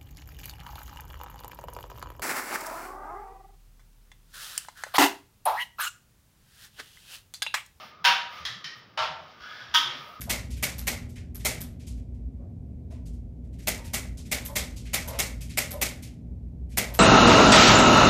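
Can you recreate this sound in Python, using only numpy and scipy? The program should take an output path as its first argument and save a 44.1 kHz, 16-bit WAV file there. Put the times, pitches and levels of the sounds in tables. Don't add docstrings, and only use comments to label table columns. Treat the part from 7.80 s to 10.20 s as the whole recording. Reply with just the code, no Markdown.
import sys
import numpy as np
from scipy import signal
from scipy.fft import rfft, irfft, next_fast_len
from scipy.io import wavfile
from scipy.ndimage import map_coordinates

SR = 44100
rng = np.random.default_rng(int(sys.argv[2]) if len(sys.argv) > 2 else 0)


def volts_from_decibels(level):
    exponent = np.asarray(level, float) / 20
    return 10 ** exponent


def transcribe(u):
    v = np.clip(np.atleast_2d(u).T, -1, 1)
    q = np.round(v * 32767).astype(np.int16)
    wavfile.write(sys.argv[1], SR, q)


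N = 105840


def unit(x):
    return x / np.sqrt(np.mean(x ** 2) + 1e-20)


def along(points, hz):
    f, v = np.transpose(points)
    return np.interp(np.log(hz + 1), np.log(f + 1), v)


def curve(rows):
    s, v = np.transpose(rows)
    return np.interp(np.arange(N) / SR, s, v)


def wobble(rate, size=N):
    knots = rng.standard_normal(4000)
    return map_coordinates(knots, [np.arange(size) * rate / SR], mode="mirror")


def filtered(x, response):
    n = x.shape[-1]
    m = next_fast_len(n + 8192)
    spectrum = rfft(x, m) * response(np.fft.rfftfreq(m, 1 / SR))
    return irfft(spectrum, m)[..., :n]


def causal(points):
    def response(hz):
        cepstrum = irfft(np.log(volts_from_decibels(np.maximum(along(points, hz), -70))))
        half = len(cepstrum) // 2
        cepstrum[1:half] *= 2
        cepstrum[half + 1:] = 0
        return np.exp(rfft(cepstrum))
    return response


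def resonance(hz, width_hz):
    return lambda f: 1j * f * width_hz / (hz * hz - f * f + 1j * f * width_hz)


def noise(response):
    return unit(filtered(rng.standard_normal(N), response))


def room(x, wet_db):
    # frequency in Hz, time to fall 60 dB in seconds.
    decay = [(400, 1), (1000, 0.56), (3000, 0.53), (6000, 0.41), (12000, 0.29)]
    rise_s = 0.0007
    hz, t, z = signal.stft(rng.standard_normal(SR // 2), SR, nperseg=256)
    fall_db = -60 * t / along(decay, hz)[:, None]
    tail = signal.istft(z * volts_from_decibels(fall_db), SR, nperseg=256)[1]
    tail = tail * (1 - np.exp(-np.arange(len(tail)) / SR / rise_s))
    wet = signal.fftconvolve(x, tail / np.linalg.norm(tail))[:len(x)]
    return x + volts_from_decibels(wet_db) * wet


def circuit():
    return volts_from_decibels(-86 + 2.2 * wobble(3.6)) * noise(resonance(15000, 1500))


def traffic():
    # frequency in Hz, level in dB per Hz.
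    colour = [(25, -46), (80, -4), (160, -5), (700, -15), (1300, -14), (4200, -36), (5200, -31),
              (6300, -48)]
    return noise(causal(colour)) * volts_from_decibels(-60.5 + 0.88 * wobble(6.3))


def thumps():
    # start in seconds, level in dB, pitch in Hz, time to fall 60 dB in seconds.
    shifts = [(0.039, -58, 214, 0.14), (0.2, -60, 162, 0.17), (.27, -52.5, 206, 0.26),
              (.42, -60, 229, 0.18), (.59, -59, 83.7, 0.53), (.6, -59, 165, 0.25), (.69, -53, 127.7, 0.25),
              (.75, -51.5, 158.5, 0.14), (.84, -48.5, 157, 0.11), (0.951, -63.5, 131, 0.32),
              (1.199, -64.5, 80.6, 1), (1.199, -50.5, 154, 0.13), (1.289, -51, 141, 0.19),
              (1.4, -59.5, 150, 0.24), (1.6, -58, 68.4, 0.15), (1.811, -58, 136, 0.22), (1.88, -61, 86, .3),
              (1.948, -58, 256, 0.4), (2.039, -56, 144, 0.38), (2.049, -58, 369, 0.4),
              (2.129, -59.5, 262, 0.32), (2.14, -57.5, 338, 0.25), (2.179, -56, 145, 0.25),
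              (2.1, -64, 530, 0.77), (2.25, -60.5, 596, 0.45)]
    rise_s = 0.017
    out, t = np.zeros(N + SR), np.arange(SR // 2) / SR
    for s, db, hz, t60 in shifts:
        shape = volts_from_decibels(db + 12.0 - 60 * t / t60) * (1 - np.exp(-(t / rise_s) ** 2))
        cycles = hz * np.cumsum(1 + 0.108 * wobble(40.2, size=len(t))) / SR
        out[round(s * SR):][:len(t)] += shape * np.sin(2 * np.pi * cycles)
    return out[:N]


def sleeve():
    # middle in seconds, half length in seconds, level in dB.
    strokes = [(0.027, 0.082, -64), (0.563, 0.063, -65.5), (0.98, .025, -71), (1.23, 0.04, -66),
               (1.402, 0.044, -92), (1.72, 0.13, -72.5), (2.263, 0.12, -65.5)]
    # frequency in Hz, level in dB per Hz.
    hiss = [(4000, -28), (8000, -3), (10000, -4), (15000, 1)]
    t = np.arange(N) / SR
    level = sum(volts_from_decibels(db) * np.exp(-np.abs((t - s) / half) ** 4) for s, half, db in strokes)
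    return level * noise(causal(hiss))


def strand():
    # time in seconds, level in dB.
    singing = [(0.0, -49.5), (0.11, -59), (0.3, -52.5), (0.42, -59), (0.55, -46.5), (0.86, -58),
               (0.96, -58), (1.1, -71), (1.17, -59), (1.22, -58), (1.35, -53.5), (1.5, -59), (1.62, -50),
               (1.9, -58), (1.96, -52.5), (2.14, -47), (2.4, -47.5)]
    mode = resonance(1236, 122)
    return noise(lambda f: mode(f) ** 2) * volts_from_decibels(curve(singing) + 1.77 * wobble(25.01))


def rasp():
    # time in seconds, drag level in dB.
    drag = [(0, -46.5), (.15, -68.5), (.45, -63.5), (.54, -47.5), (.62, -50), (.75, -64), (1.0, -59),
            (1.05, -69), (1.4, -57.5), (1.59, -61.5), (1.62, -50), (1.83, -50), (1.86, -54.5), (2.1, -42.5),
            (2.25, -55), (2.4, -61.5)]
    # frequency in Hz, level in dB per Hz.
    colour = [(300, -23.5), (600, -11), (1500, -6.5), (2160, -7.5), (3500, -9), (5400, -13), (7500, -34.5),
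              (16000, -48)]
    slips_per_s, spread_db = 4000, 3
    slips = (rng.random(N) < slips_per_s / SR) * rng.standard_normal(N)
    slips = slips * volts_from_decibels(spread_db * rng.standard_normal(N))
    slips = unit(filtered(slips, causal(colour))) * volts_from_decibels(curve(drag) + 0.45 * wobble(13.0))
    return room(slips, 2) * volts_from_decibels(-2.5)


def slide():
    # time in seconds, pitch in Hz, level in dB.
    squeak = [(1.5, 1500, -64), (1.6, 1508, -61), (1.629, 1520, -53), (1.7, 1562, -50), (1.77, 1635, -50),
              (1.83, 1677, -51), (1.861, 1650, -61), (1.96, 1600, -58)]
    s, hz, db = np.transpose(squeak)
    t = np.arange(N) / SR
    phase = 2 * np.pi * np.cumsum(np.interp(t, s, hz)) / SR

    def band(k, width_hz):
        across = np.cos(k * phase) * wobble(width_hz)
        return unit(across + np.sin(k * phase) * wobble(width_hz))

    fuzz = band(0.99, 420) + volts_from_decibels(-7) * band(2.1, 600)
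    level_db = np.interp(t, s, db, left=-120, right=-120) + 1.8 * wobble(30.8)
    return room(fuzz * volts_from_decibels(level_db), 0) * volts_from_decibels(-1.5)


def whips():
    # start in seconds, level in dB, object (rounded: 0 box, 1 tube, 2 floor, 3 bend, 4 slack),
    # push length in seconds.
    contacts = [(-.1, -35.5, 2.5, 0.0016), (.242, -25, 0.5, 0.0091), (0.2491, -16, 0, 0.0033),
                (.257, -21, 0.5, 0.002), (0.274, -23.5, 0, 0.0023), (0.651, -30, 1, 0.0056),
                (.842, -35, 4, 0.005), (1.174, -26.5, 2, 0.0093), (1.190, -28.5, 2, 0.0027),
                (1.197, -33.5, 1.5, 0.002), (1.221, -30.5, 2.5, 0.0022), (1.23, -34.5, 1.5, 0.0036),
                (1.241, -51, 1.5, 0.0017), (1.9399, -25.5, 3, 0.0047), (1.945, -17.5, 3, 0.005),
                (1.951, -25.5, 3, .003)]
    # frequency in Hz, level in dB per Hz.
    box = [(300, -44), (800, -14), (1500, -3.5), (2200, -7.5), (3000, -3), (5500, -13), (7500, -28.5),
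           (16000, -32.5)]
    tube = [(500, -33), (1200, -4.5), (1850, -7.5), (2480, -11), (3500, 0.5), (5300, -8), (7800, -23),
            (16000, -35)]
    floor = [(280, -43.5), (600, -10), (1340, -2.5), (2100, -10.5), (3100, -7.5), (5000, -14.5),
             (7500, -33), (16000, -52)]
    bend = [(600, -34), (1100, -10), (2500, -15), (3350, 1), (4000, -13), (5600, -13), (7600, -29),
            (16000, -32)]
    slack = [(600, -31), (1100, -8.5), (1850, -5), (2500, -7), (3000, -6), (5300, -4), (7800, -30),
             (16000, -41)]
    # frequency in Hz, level in dB, time to fall 60 dB in seconds.
    box_ring = [(539.3, -23.5, 0.33), (775, -11, .3), (954.6, 1.5, 0.27), (1160, -23, .25),
                (1283, -10.5, 0.4), (1528, -2, 0.097), (1663, -7.5, 0.21), (2627, -5, 0.18),
                (2790, -4, 0.22), (3035, -6, 0.18), (3135, -6, 0.22), (3760, -22, .15), (5319, -14, .15),
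                (6480, -18, .12)]
    tube_ring = [(1773, -4.5, 0.041), (1946, -1, 0.023), (3260, -0.5, 0.034), (3500, 5, 0.019),
                 (3990, 1, 0.018), (5266, -1, 0.024)]
    floor_ring = [(629.6, -7.5, 0.26), (764, -1.5, 0.12), (910, 2.5, 0.14), (1083, -4, 0.11),
                  (1160, -2, 0.12), (1352, -4.5, 0.27), (3000, -7, 0.09)]
    bend_ring = [(947, -3, .2), (1271, -5, .34), (1529, 1, .22), (1599, -6.5, 0.13), (1853, -3.5, 0.12),
                 (2266, -11, 0.17), (3087, -3, 0.19), (3163, -1, 0.28), (3210, -12, 0.12),
                 (3412, -2.5, 0.26), (3443, -2, 0.27), (3630, -7, 0.15), (4940, -22, .15), (5900, -14, .15)]
    slack_ring = [(1784, -5, 0.033), (1888, -2.5, 0.032), (2300, -11, .03), (3080, -1, .03), (4100, 3, .02),
                  (5390, -3, 0.018)]
    ring_db = [0.5, -2.5, 0.5, 5, -1]
    ring_room_db = [-1.5, 5.5, 0.5, -3, 5]
    colours = [box, tube, floor, bend, slack]
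    rings = [box_ring, tube_ring, floor_ring, bend_ring, slack_ring]
    crack_rise_s, ring_rise_s, flutter_db = 0.001, 0.0013, 3.2

    out = np.zeros(N + 2 * SR)
    t = np.arange(SR // 2) / SR
    for s, db, kind, push in contacts:
        k = int(round(kind))
        shape = np.exp(-t / push) * (1 - np.exp(-t / crack_rise_s))
        crack = rng.standard_normal(len(t)) * shape
        for _ in range(3):
            z = rfft(crack)
            crack = irfft(z / np.abs(z), len(t)) * np.sqrt(shape)
        crack = filtered(crack, causal(colours[k]))

        ring = np.zeros(len(t))
        for hz, level, t60 in rings[k]:
            mode_db = level + flutter_db * wobble(50, size=len(t)) - 60 * t / t60
            ring += volts_from_decibels(mode_db) * np.sin(2 * np.pi * hz * (s + t))
        ring = ring * (1 - np.exp(-t / ring_rise_s))

        heard = room(crack / np.linalg.norm(crack), 6.5)
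        heard = heard + volts_from_decibels(ring_db[k]) * room(ring / np.linalg.norm(ring), ring_room_db[k])
        out[SR + round(s * SR):][:len(heard)] += volts_from_decibels(db + 21.5) * heard
    return out[SR:SR + N]


def scene():
    background = circuit() + traffic() + thumps() + sleeve()
    wire = strand() + rasp() + slide() + whips()
    return (background + wire)[None]


def roll_off(x):
    return signal.sosfilt(signal.butter(12, 16500, fs=SR, output="sos"), x)


def record(dry):
    # frequency in Hz, width in Hz, gain in dB.
    port = [(4200, 150, -2), (5390, 130, 2), (8110, 550, -10.5), (13400, 670, -7), (14800, 800, 6)]

    def mic(f):
        gain_db = sum(db * np.exp(-((f - hz) / width_hz) ** 2) for hz, width_hz, db in port)
        return volts_from_decibels(gain_db) * (f < 15750)

    return roll_off(filtered(dry, mic))


dry = scene()
out = record(dry)
transcribe(out)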